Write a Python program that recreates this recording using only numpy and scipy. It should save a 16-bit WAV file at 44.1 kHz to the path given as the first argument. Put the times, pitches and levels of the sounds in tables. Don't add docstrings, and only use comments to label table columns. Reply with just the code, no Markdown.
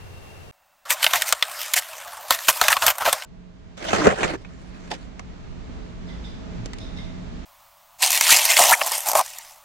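import sys
import numpy as np
from scipy import signal
from scipy.fft import rfft, irfft
from scipy.io import wavfile
from scipy.ndimage import uniform_filter1d

SR = 44100
rng = np.random.default_rng(int(sys.argv[2]) if len(sys.argv) > 2 else 0)


def generate_wav(signal):
    frames = np.transpose(np.atleast_2d(signal))
    scaled = np.clip(frames, -1, 1) * 32767
    pcm = np.round(scaled).astype(np.int16)
    wavfile.write(sys.argv[1], SR, pcm)


N = 425124
TOP_HZ = 16000
PORT_LAG_SAMPLES = 21


def undb(db):
    return 10 ** (np.asarray(db) / 20)


def colour(x, table):
    hz = np.maximum(np.arange(4097) * SR / 8192, 1)
    table_hz, table_db = np.array(table).T
    db = np.interp(np.log(hz), np.log(table_hz), table_db)
    cepstrum = irfft(np.log(undb(db) + 1e-7))
    cepstrum[1:4096] *= 2
    cepstrum[4097:] = 0
    response = irfft(np.exp(rfft(cepstrum)))[None, :4096]
    response = response / np.sqrt(np.sum(response ** 2))
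    out = signal.oaconvolve(x, response, axes=1)[:, :x.shape[1]]
    return out, hz, undb(2 * db) / np.sum(undb(2 * db))


def walk(rate_hz, count):
    hold = int(SR / rate_hz)
    steps = np.repeat(rng.standard_normal(count // hold + 1), hold)
    return 1.17 * uniform_filter1d(steps, hold)[:count]


def fade(s, t60_s):
    return (s >= 0) * np.exp(-np.log(1000) * np.maximum(s, 0) / t60_s)


def resonate(x, hz, width_hz):
    return np.sqrt(SR / (np.pi * width_hz)) * signal.lfilter(*signal.iirpeak(hz, hz / width_hz, SR), x)


def noise(count, alike):
    if alike == 1:
        return rng.standard_normal((1, count))
    shared = rng.standard_normal(count + PORT_LAG_SAMPLES)
    own = rng.standard_normal((2, count))
    alike = np.clip(alike, 0, .99)
    ports = np.array([shared[PORT_LAG_SAMPLES:], shared[:count]])
    return np.sqrt(alike) * ports + np.sqrt(1 - alike) * own


def air(table, hums, start_s, end_s, db, waver_db, alike):
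    out = np.zeros((2, N))
    i = slice(int(start_s * SR), min(N, int(end_s * SR)))
    count = i.stop - i.start
    whole = colour(noise(count, alike), table)[0]
    low = signal.sosfilt(signal.butter(2, 350, fs=SR, output="sos"), whole)
    high = whole - low
    hum = sum(undb(hum_db + waver_db * walk(4.99, count)) * resonate(noise(count, alike), hz, width_hz)
              for hz, width_hz, hum_db in hums)
    out[:, i] = low * undb(waver_db * walk(8.2, count)) + high * undb(.93 * walk(5, count)) + hum
    return out * undb(db)


# frequency in Hz, relative density in dB per Hz.
YARD_COLOUR = [(25, -10), (92, -2), (285, -19.5), (416, -14), (2690, -28), (16000, -42.5)]
# frequency in Hz, width in Hz, level in dB against the air.
YARD_HUM = [(91.5, 4, -6), (418, 6, -15), (2730, 30, -16)]


def quiet_yard():
    stereo = air(YARD_COLOUR, YARD_HUM, start_s=0, end_s=.512, db=-45, waver_db=1.8, alike=.14)
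    return stereo * undb([[3.3], [1.7]])


# frequency in Hz, relative density in dB per Hz.
BOTTLE_AIR_COLOUR = [(25, -12), (476, -24), (560, -1.5), (1400, -8), (2900, -17), (13000, -22),
                     (16000, -15)]
MARBLE_AIR_COLOUR = [(35, -8), (150, -18), (489, -36), (560, -8.5), (1160, -5.5), (1520, -16), (9000, -22),
                     (13200, -19), (16000, -16)]


def mono_air():
    bottle_hum = [(2690, 60, -14)]  # Hz, width Hz, dB against the air
    bottles = air(BOTTLE_AIR_COLOUR, bottle_hum, start_s=.522, end_s=3.25, db=-60.5, waver_db=1.2, alike=1)
    marbles = air(MARBLE_AIR_COLOUR, [], start_s=7.455, end_s=9.64, db=-52.5, waver_db=1.2, alike=1)
    return bottles + marbles


# frequency in Hz, relative density in dB per Hz.
IDLE_COLOUR = [(15, -30), (28, 3), (130, -9), (190, -8.5), (490, -22), (1000, -25.5), (3660, -35.5),
               (7200, -43.5), (9500, -62), (12000, -84.5), (22000, -120)]
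# frequency in Hz, width in Hz, level in dB against the air.
IDLE_HUM = [(53.8, 4, -8), (177.7, 3, -7), (257.4, 6, -12.5), (430, 6, -20), (646, 10, -19.5)]
# time in seconds, relative level in dB.
IDLE_LEVEL = [(3.255, -48.5), (3.9, -45), (5.5, -40), (6.6, -36.5), (7.45, -36.5)]


def idling_car():
    level_s, level_db = np.transpose(IDLE_LEVEL)
    idle = air(IDLE_COLOUR, IDLE_HUM, level_s[0], level_s[-1], db=1.16, waver_db=1.52, alike=.2)
    return idle * undb(np.interp(np.arange(N) / SR, level_s, level_db))


# frequency in Hz before the pitch factor, width setting in Hz, relative level in dB.
RING_MODES = [(2085, 15, 3.5), (3640, 100, 8), (5060, 50, -1), (5930, 30, -7)]
# start in seconds, relative level in dB, pitch factor, extra level of the lowest mode in dB.
RING_STROKES = [(6.07, -57, .965, 3), (6.238, -53, .97, -12), (6.795, -52, 1.01, -12),
                (6.955, -52, .995, 4)]


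def ringing():
    t60_s = .6
    out = np.zeros((2, N))
    s = np.arange(int(t60_s * SR)) / SR
    for start_s, db, pitch, lowest_db in RING_STROKES:
        sag = pitch * (1 + .02 * np.exp(-s / .05))
        for k, (hz, width_hz, mode_db) in enumerate(RING_MODES):
            late_s = .02 * rng.random()
            lowpass = signal.butter(1, width_hz, fs=SR, output="sos")
            shake = signal.sosfilt(lowpass, rng.standard_normal((2, 2, len(s))))
            tone = np.real((shake[0] + 1j * shake[1]) * np.exp(2j * np.pi * np.cumsum(hz * sag) / SR))
            shape = uniform_filter1d(fade(s - late_s, t60_s), 600) * np.sqrt(SR / (np.pi * width_hz))
            start = int(start_s * SR)
            out[:, start:start + len(s)] += undb(db + mode_db + lowest_db * (k == 0)) * shape * tone
    return out


# centre in seconds, pitch in Hz, relative level in dB.
SQUELCHES_AND_THUD = [(1.78, 2700, -24), (2.715, 1607, -21), (2.77, 1190, -22), (3.015, 900, -28),
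                      (3.085, 620, -22), (4.02, 1400, -24), (4.07, 1400, -19), (4.125, 521, -26),
                      (4.335, 331, -29.5), (4.238, 2300, -24), (4.925, 800, -30), (6.61, 115.6, -32),
                      (8.298, 1500, -18), (8.61, 750, -18), (8.72, 946, -18), (8.728, 1550, -12),
                      (8.738, 2000, -11), (8.817, 2500, -20), (9.198, 1000, -15)]


def squelches_and_thud():
    out = np.zeros(N)
    for t, hz, db in SQUELCHES_AND_THUD:
        half_ms = 10.5 * (1000 / hz) ** .55
        s = np.arange(-2 * half_ms, 2 * half_ms, 1000 / SR) / 1000
        place = s * 1000 / half_ms
        wobble = uniform_filter1d(rng.standard_normal((2, len(s))), 150)
        phase = 2 * np.pi * np.cumsum(hz * (1 + .03 * place + 1.8 * wobble), axis=1) / SR
        k = int((t + s[0]) * SR)
        out[k:k + len(s)] += undb(db) * np.exp(-place ** 2) * np.sin(phase).sum(axis=0)
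    return out


def grains(rate_hz, spread_db, tail_s, dense):
    sizes = undb(2 * spread_db * rng.exponential(size=N).clip(0, 2.5))
    hits = (rng.random(N) < rate_hz / SR) * sizes
    pole = np.exp(-1 / (tail_s * SR))
    power = signal.lfilter([1 - pole], [1, -pole], hits)
    return dense + (1 - dense) * power / power.mean()


def shards(power, split_hz, rate_hz, lo_hz, hi_hz, cycles, db):
    out = np.zeros(N)
    busy = np.flatnonzero(power[1] > 1e-7)
    for when, pitch, size in rng.random((int(rate_hz * len(busy) / SR), 3)):
        k = busy[int(when * len(busy))]
        hz = lo_hz * (hi_hz / lo_hz) ** pitch
        s = np.arange(min(int(cycles * SR / hz), N - k)) / SR
        gain = np.sqrt(power[np.searchsorted(split_hz, hz), k]) * undb(db - 12 * size)
        out[k:k + len(s)] += gain * fade(s, 2 * cycles / hz) * np.sin(2 * np.pi * hz * s)
    return out


def parts_db(db, weight_db, tilt):
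    body_db, chips_db, body_per_db, chips_per_db = tilt
    body = body_db + body_per_db * weight_db
    chips = chips_db + chips_per_db * weight_db
    return db + np.array([body, 0 * weight_db, chips])


def grind_and_surge(grind, surges, tilt, rise_fall):
    s = np.arange(N) / SR
    grind_s, grind_db, grind_weight_db = np.array(grind).T
    on = (s > grind_s[0]) & (s < grind_s[-1])
    levels_db = parts_db(np.interp(s, grind_s, grind_db), np.interp(s, grind_s, grind_weight_db), tilt)
    power = on * undb(2 * levels_db)
    rise, fall = rise_fall
    for t, db, weight_db, length_ms in surges:
        i = slice(int((t - length_ms / 1000) * SR), int((t + length_ms / 500) * SR))
        corners = [-rise / 2, rise / 2, 1 - fall, 1 + fall / 2]
        swell = np.interp((s[i] - t) * 1000 / length_ms, corners, [0, 1, 1, 0]) ** 2
        power[:, i] += undb(2 * parts_db(db, weight_db, tilt))[:, None] * swell
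    return power


def add_cracks(power, knocks, cracks, reach, crack_db, t60s_s, knock_db):
    s = np.arange(N) / SR
    body_hz, body_slope, shell_hz, shell_slope = reach
    for t, db, hz, chips_db in cracks:
        body_db = -body_slope * abs(np.log2(hz / body_hz))
        shell_db = -shell_slope * abs(np.log2(hz / shell_hz))
        i = slice(int(t * SR), int((t + .2) * SR))
        since = s[i] - t
        gain = undb(2 * (db + crack_db + np.array([[body_db], [shell_db], [chips_db]])))
        rise = np.clip(since / .0005, 0, 1)
        tail = fade(since, np.array(t60s_s)[:, None]) ** 2
        tick = 1.2 * fade(since, .008) ** 2
        power[:, i] += gain * rise * (tail + tick)
        modes = np.minimum(hz * np.r_[1, 3 ** rng.uniform(-.5, 1, size=3)], 14000)[:, None]
        mode_gain = np.where(modes == hz, 1, .5 * hz / np.maximum(modes, hz))
        snap = (np.sin(2 * np.pi * modes * since) * mode_gain).sum(axis=0)
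        knocks[i] += undb(max(db, db + chips_db) + knock_db) * fade(since, t60s_s[0]) * snap


def ring_pieces(power, split_hz, patchy_db, patch_rate_hz, alike):
    count = power.shape[1]
    blend = 1.25
    edges = np.log(np.outer(split_hz, [1 / blend, blend]).ravel())
    pieces = 0
    for hz in 40 * 2 ** np.arange(0, 8.7, 1 / 4):
        place = np.interp(np.log(hz), edges, [0, 1, 1, 1.999])
        k, mix = int(place), place % 1
        shared_power = power[k] ** (1 - mix) * power[k + 1] ** mix
        drive = np.sqrt(shared_power) * undb(patchy_db * walk(patch_rate_hz, count))
        sharpness = min(8, hz / 45)
        ring = signal.lfilter(*signal.iirpeak(hz, sharpness, SR), drive * noise(count, alike))
        pieces = pieces + np.sqrt(sharpness / 8) * ring
    return pieces


def crush(grind, surges, cracks, table, *, tilt, rise_fall, reach, split_hz, grit, crack_db, t60s_s,
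          knock_db, patchy_db, patch_rate_hz, splinters, alike):
    power = grind_and_surge(grind, surges, tilt, rise_fall)
    knocks = shards(power, split_hz, **splinters)
    power *= grit
    add_cracks(power, knocks, cracks, reach, crack_db, t60s_s, knock_db)
    end_s = max(grind[-1][0], cracks[-1][0]) + .3
    i = slice(int((grind[0][0] - .1) * SR), min(N, int(end_s * SR)))
    _, hz, share = colour(np.zeros((1, 1)), table)
    power /= np.bincount(np.searchsorted(split_hz, hz), share * (hz < TOP_HZ))[:, None]
    pieces = ring_pieces(power[:, i], split_hz, patchy_db, patch_rate_hz, alike)
    out = np.zeros((2, N))
    out[:, i] = colour(pieces, table)[0] * undb(-.15 * patchy_db ** 2)
    if alike != 1:
        knocks = np.array([knocks, np.roll(knocks, PORT_LAG_SAMPLES)])
    no_bass = signal.butter(4, split_hz[0] / 3, "high", fs=SR, output="sos")
    return out + signal.sosfilt(no_bass, knocks)


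# time in seconds, relative shell level in dB, weight in dB (more is duller).
BOTTLE_GRIND = [(.853, -47, 6), (1.1, -34, -3), (1.4, -44, 0), (1.62, -36.5, -4), (1.85, -43, -1),
                (2.2, -47, 6), (2.45, -36, -7), (2.7, -33, 0), (2.97, -45, 2), (3.14, -34.5, 1),
                (3.25, -48, 0)]
# time half risen in seconds, relative shell level in dB, weight in dB, length in ms.
BOTTLE_SURGES = [(.899, -24, -6, 44), (1.022, -29, -14, 32), (1.135, -26, 0, 52), (1.26, -31, -5, 60),
                 (1.76, -19, -13, 36), (2.307, -26, -5, 54), (2.484, -19, -2, 30), (2.614, -27, 0, 56),
                 (2.7, -23, 1, 40), (2.818, -25, 4, 36), (2.862, -24, 1, 54), (3.003, -32, 10, 36),
                 (3.054, -26, 5, 52)]
# start in seconds, relative level in dB, snap pitch in Hz, chips in dB against that level.
BOTTLE_CRACKS = [(.9047, -14, 3900, 0), (1.0276, -13.5, 4610, -12), (1.0423, -10.5, 2470, -3),
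                 (1.0645, -7.5, 2730, -18), (1.1339, -11.5, 1340, -3), (1.22, -14.5, 3800, 0),
                 (1.3248, -10, 1390, 4), (1.4247, -8.5, 3300, -10), (1.736, -14, 6730, 5),
                 (1.7395, -13, 4000, 2), (2.3064, -7, 966, 0), (2.389, -24, 2500, -4),
                 (2.484, -4, 1390, -3), (2.6135, -5.5, 1050, -4), (2.6824, -7, 1480, -3),
                 (2.7272, -6, 2770, -13), (2.7671, -11, 1190, -15), (2.822, -15, 2760, -20),
                 (2.865, -11, 6330, 4), (2.8801, -11, 1080, -14), (2.9827, -24, 856, 2),
                 (3.0536, -18, 931, -6), (3.1278, -12, 800, 3), (3.222, -28, 2900, -6)]
# frequency in Hz, relative density in dB per Hz.
BOTTLE_COLOUR = [(60, -18), (384, -35), (573, -5.5), (1570, -2), (2770, -4), (4980, -7), (14000, -7),
                 (15900, -14)]


def crushed_bottles():
    return crush(
        BOTTLE_GRIND, BOTTLE_SURGES, BOTTLE_CRACKS, BOTTLE_COLOUR,
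        tilt=(-.5, 2, 1, -.25),
        rise_fall=(.4, .5),
        reach=(900, 7.5, 2700, 1.5),
        split_hz=(1500, 5000), grit=grains(rate_hz=250, spread_db=5.5, tail_s=.0015, dense=.57),
        crack_db=.4, t60s_s=(.034, .03, .023), knock_db=-9.5, patchy_db=3.6, patch_rate_hz=25,
        splinters=dict(rate_hz=300, lo_hz=600, hi_hz=9000, cycles=45, db=5), alike=1)


# time in seconds, relative shell level in dB, weight in dB.
MELON_GRIND = [(3.77, -46, 2), (3.87, -36, 3), (4.0, -27, 10), (4.065, -20, 14), (4.125, -26, 13),
               (4.15, -41, 4), (4.19, -30, 10), (4.355, -36, 8), (4.37, -62, 4), (4.75, -58, 5),
               (4.89, -53, 6), (5.1, -64, 4)]
# time half risen in seconds, relative shell level in dB, weight in dB, length in ms.
MELON_SURGES = [(3.931, -24, 3, 58), (4.069, -21, 13, 24), (4.23, -24, 12, 30), (4.905, -38, 1, 50)]
# start in seconds, relative level in dB, snap pitch in Hz, chips in dB against that level.
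MELON_CRACKS = [(3.931, -8, 480, -24), (4.069, -1, 426, -19), (4.231, -13, 2300, -14),
                (4.448, -35, 2300, -20), (4.915, -23, 634, -5), (5.194, -30, 1000, -10),
                (6.658, -36, 374, 5), (6.733, -36, 2000, 3), (6.785, -39, 366, 2)]
# frequency in Hz, relative density in dB per Hz.
MELON_COLOUR = [(24, -33), (40, -19), (100, -16), (191, -7), (313, -19), (554, -8), (850, -14),
                (1390, -13.5), (7130, -26.5), (15000, -59)]


def crushed_melon():
    return crush(
        MELON_GRIND, MELON_SURGES, MELON_CRACKS, MELON_COLOUR,
        tilt=(0, 2.5, 0, -1), rise_fall=(.2, .7), reach=(400, 10, 1500, 5),
        split_hz=(700, 2500), grit=grains(rate_hz=200, spread_db=2.8, tail_s=.003, dense=.4),
        crack_db=0, t60s_s=(.045, .04, .03), knock_db=-7, patchy_db=3.8, patch_rate_hz=30,
        splinters=dict(rate_hz=250, lo_hz=300, hi_hz=3000, cycles=24, db=5), alike=.25)


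# time in seconds, relative shell level in dB, weight in dB.
MARBLE_GRIND = [(7.985, -56, 0), (8.02, -34, -4), (8.195, -31, -6), (8.24, -25, -8), (8.37, -21, -6),
                (8.43, -28, -5), (8.7, -25, 1), (8.76, -41, 11), (8.89, -37, 2), (9.04, -44, 4),
                (9.24, -47, -3), (9.42, -50, -2), (9.64, -69, 7)]
# time half risen in seconds, relative shell level in dB, weight in dB, length in ms.
MARBLE_SURGES = [(8.025, -24, -8.5, 60), (8.12, -24, -11, 65), (8.297, -14, -13, 52), (8.494, -20, -10, 34),
                 (8.59, -21, 5, 75), (8.695, -24, 5, 50), (8.865, -35, 3, 30), (8.915, -34, 3, 65),
                 (9.058, -35, 11, 60), (9.158, -30.5, 17, 50)]
# start in seconds, relative level in dB, snap pitch in Hz, chips in dB against that level.
MARBLE_CRACKS = [(8.0225, -11.5, 5940, 2), (8.0275, -8, 4000, 0), (8.0344, -11, 2640, -6),
                 (8.1045, -16, 6040, 6), (8.118, -13, 6000, 2), (8.1744, -11, 2790, -1),
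                 (8.2099, -6, 2180, 0), (8.267, -12, 2500, -3), (8.2794, -8, 5460, -5),
                 (8.4529, -15, 4380, 5), (8.5674, -5.5, 3430, -5), (8.575, -8, 3300, 0),
                 (8.588, -10, 900, -2), (8.694, -13, 5500, 4), (8.8145, -9, 1040, -28),
                 (8.8632, -28, 900, 12), (8.876, -26, 1000, 8), (8.9181, -28, 910, 15),
                 (8.98, -30, 810, 13), (9.005, -30, 3500, 4), (9.0874, -22, 877, 8), (9.1155, -15, 926, 1),
                 (9.1327, -13, 867, -3), (9.1522, -3, 880, -8), (9.2613, -38, 1710, 10),
                 (9.3849, -34, 7100, 12)]
# frequency in Hz, relative density in dB per Hz.
MARBLE_COLOUR = [(60, -30), (412, -30), (600, -2), (916, 2), (1370, -9), (2600, -4.5), (4030, -8),
                 (11600, -11), (15900, -19)]


def crushed_marbles():
    return crush(
        MARBLE_GRIND, MARBLE_SURGES, MARBLE_CRACKS, MARBLE_COLOUR,
        tilt=(-.5, 6.5, 1, .35), rise_fall=(.6, .7), reach=(900, 9, 2700, 9),
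        split_hz=(1500, 5000), grit=grains(rate_hz=450, spread_db=4.5, tail_s=.0008, dense=.45),
        crack_db=-.5, t60s_s=(.03, .025, .018), knock_db=-10, patchy_db=3, patch_rate_hz=30,
        splinters=dict(rate_hz=500, lo_hz=1800, hi_hz=11000, cycles=60, db=5), alike=1)


def scene():
    dull = signal.butter(4, 10500, fs=SR, output="sos")
    far = signal.sosfilt(dull, idling_car() + ringing())
    wide = (crushed_melon() * undb(1.2) + far) * undb([[-1.1], [1.1]])
    near = mono_air() + crushed_bottles() + crushed_marbles()
    near -= .6 * signal.lfilter(*signal.iirpeak(10400, 14, SR), near)
    return wide + quiet_yard() + squelches_and_thud() + near


def record(dry):
    rounded = dry / (1 + dry ** 4) ** .29
    return signal.sosfilt(signal.ellip(12, .2, 100, TOP_HZ, fs=SR, output="sos"), rounded)


dry = scene()
out = record(dry)
generate_wav(out)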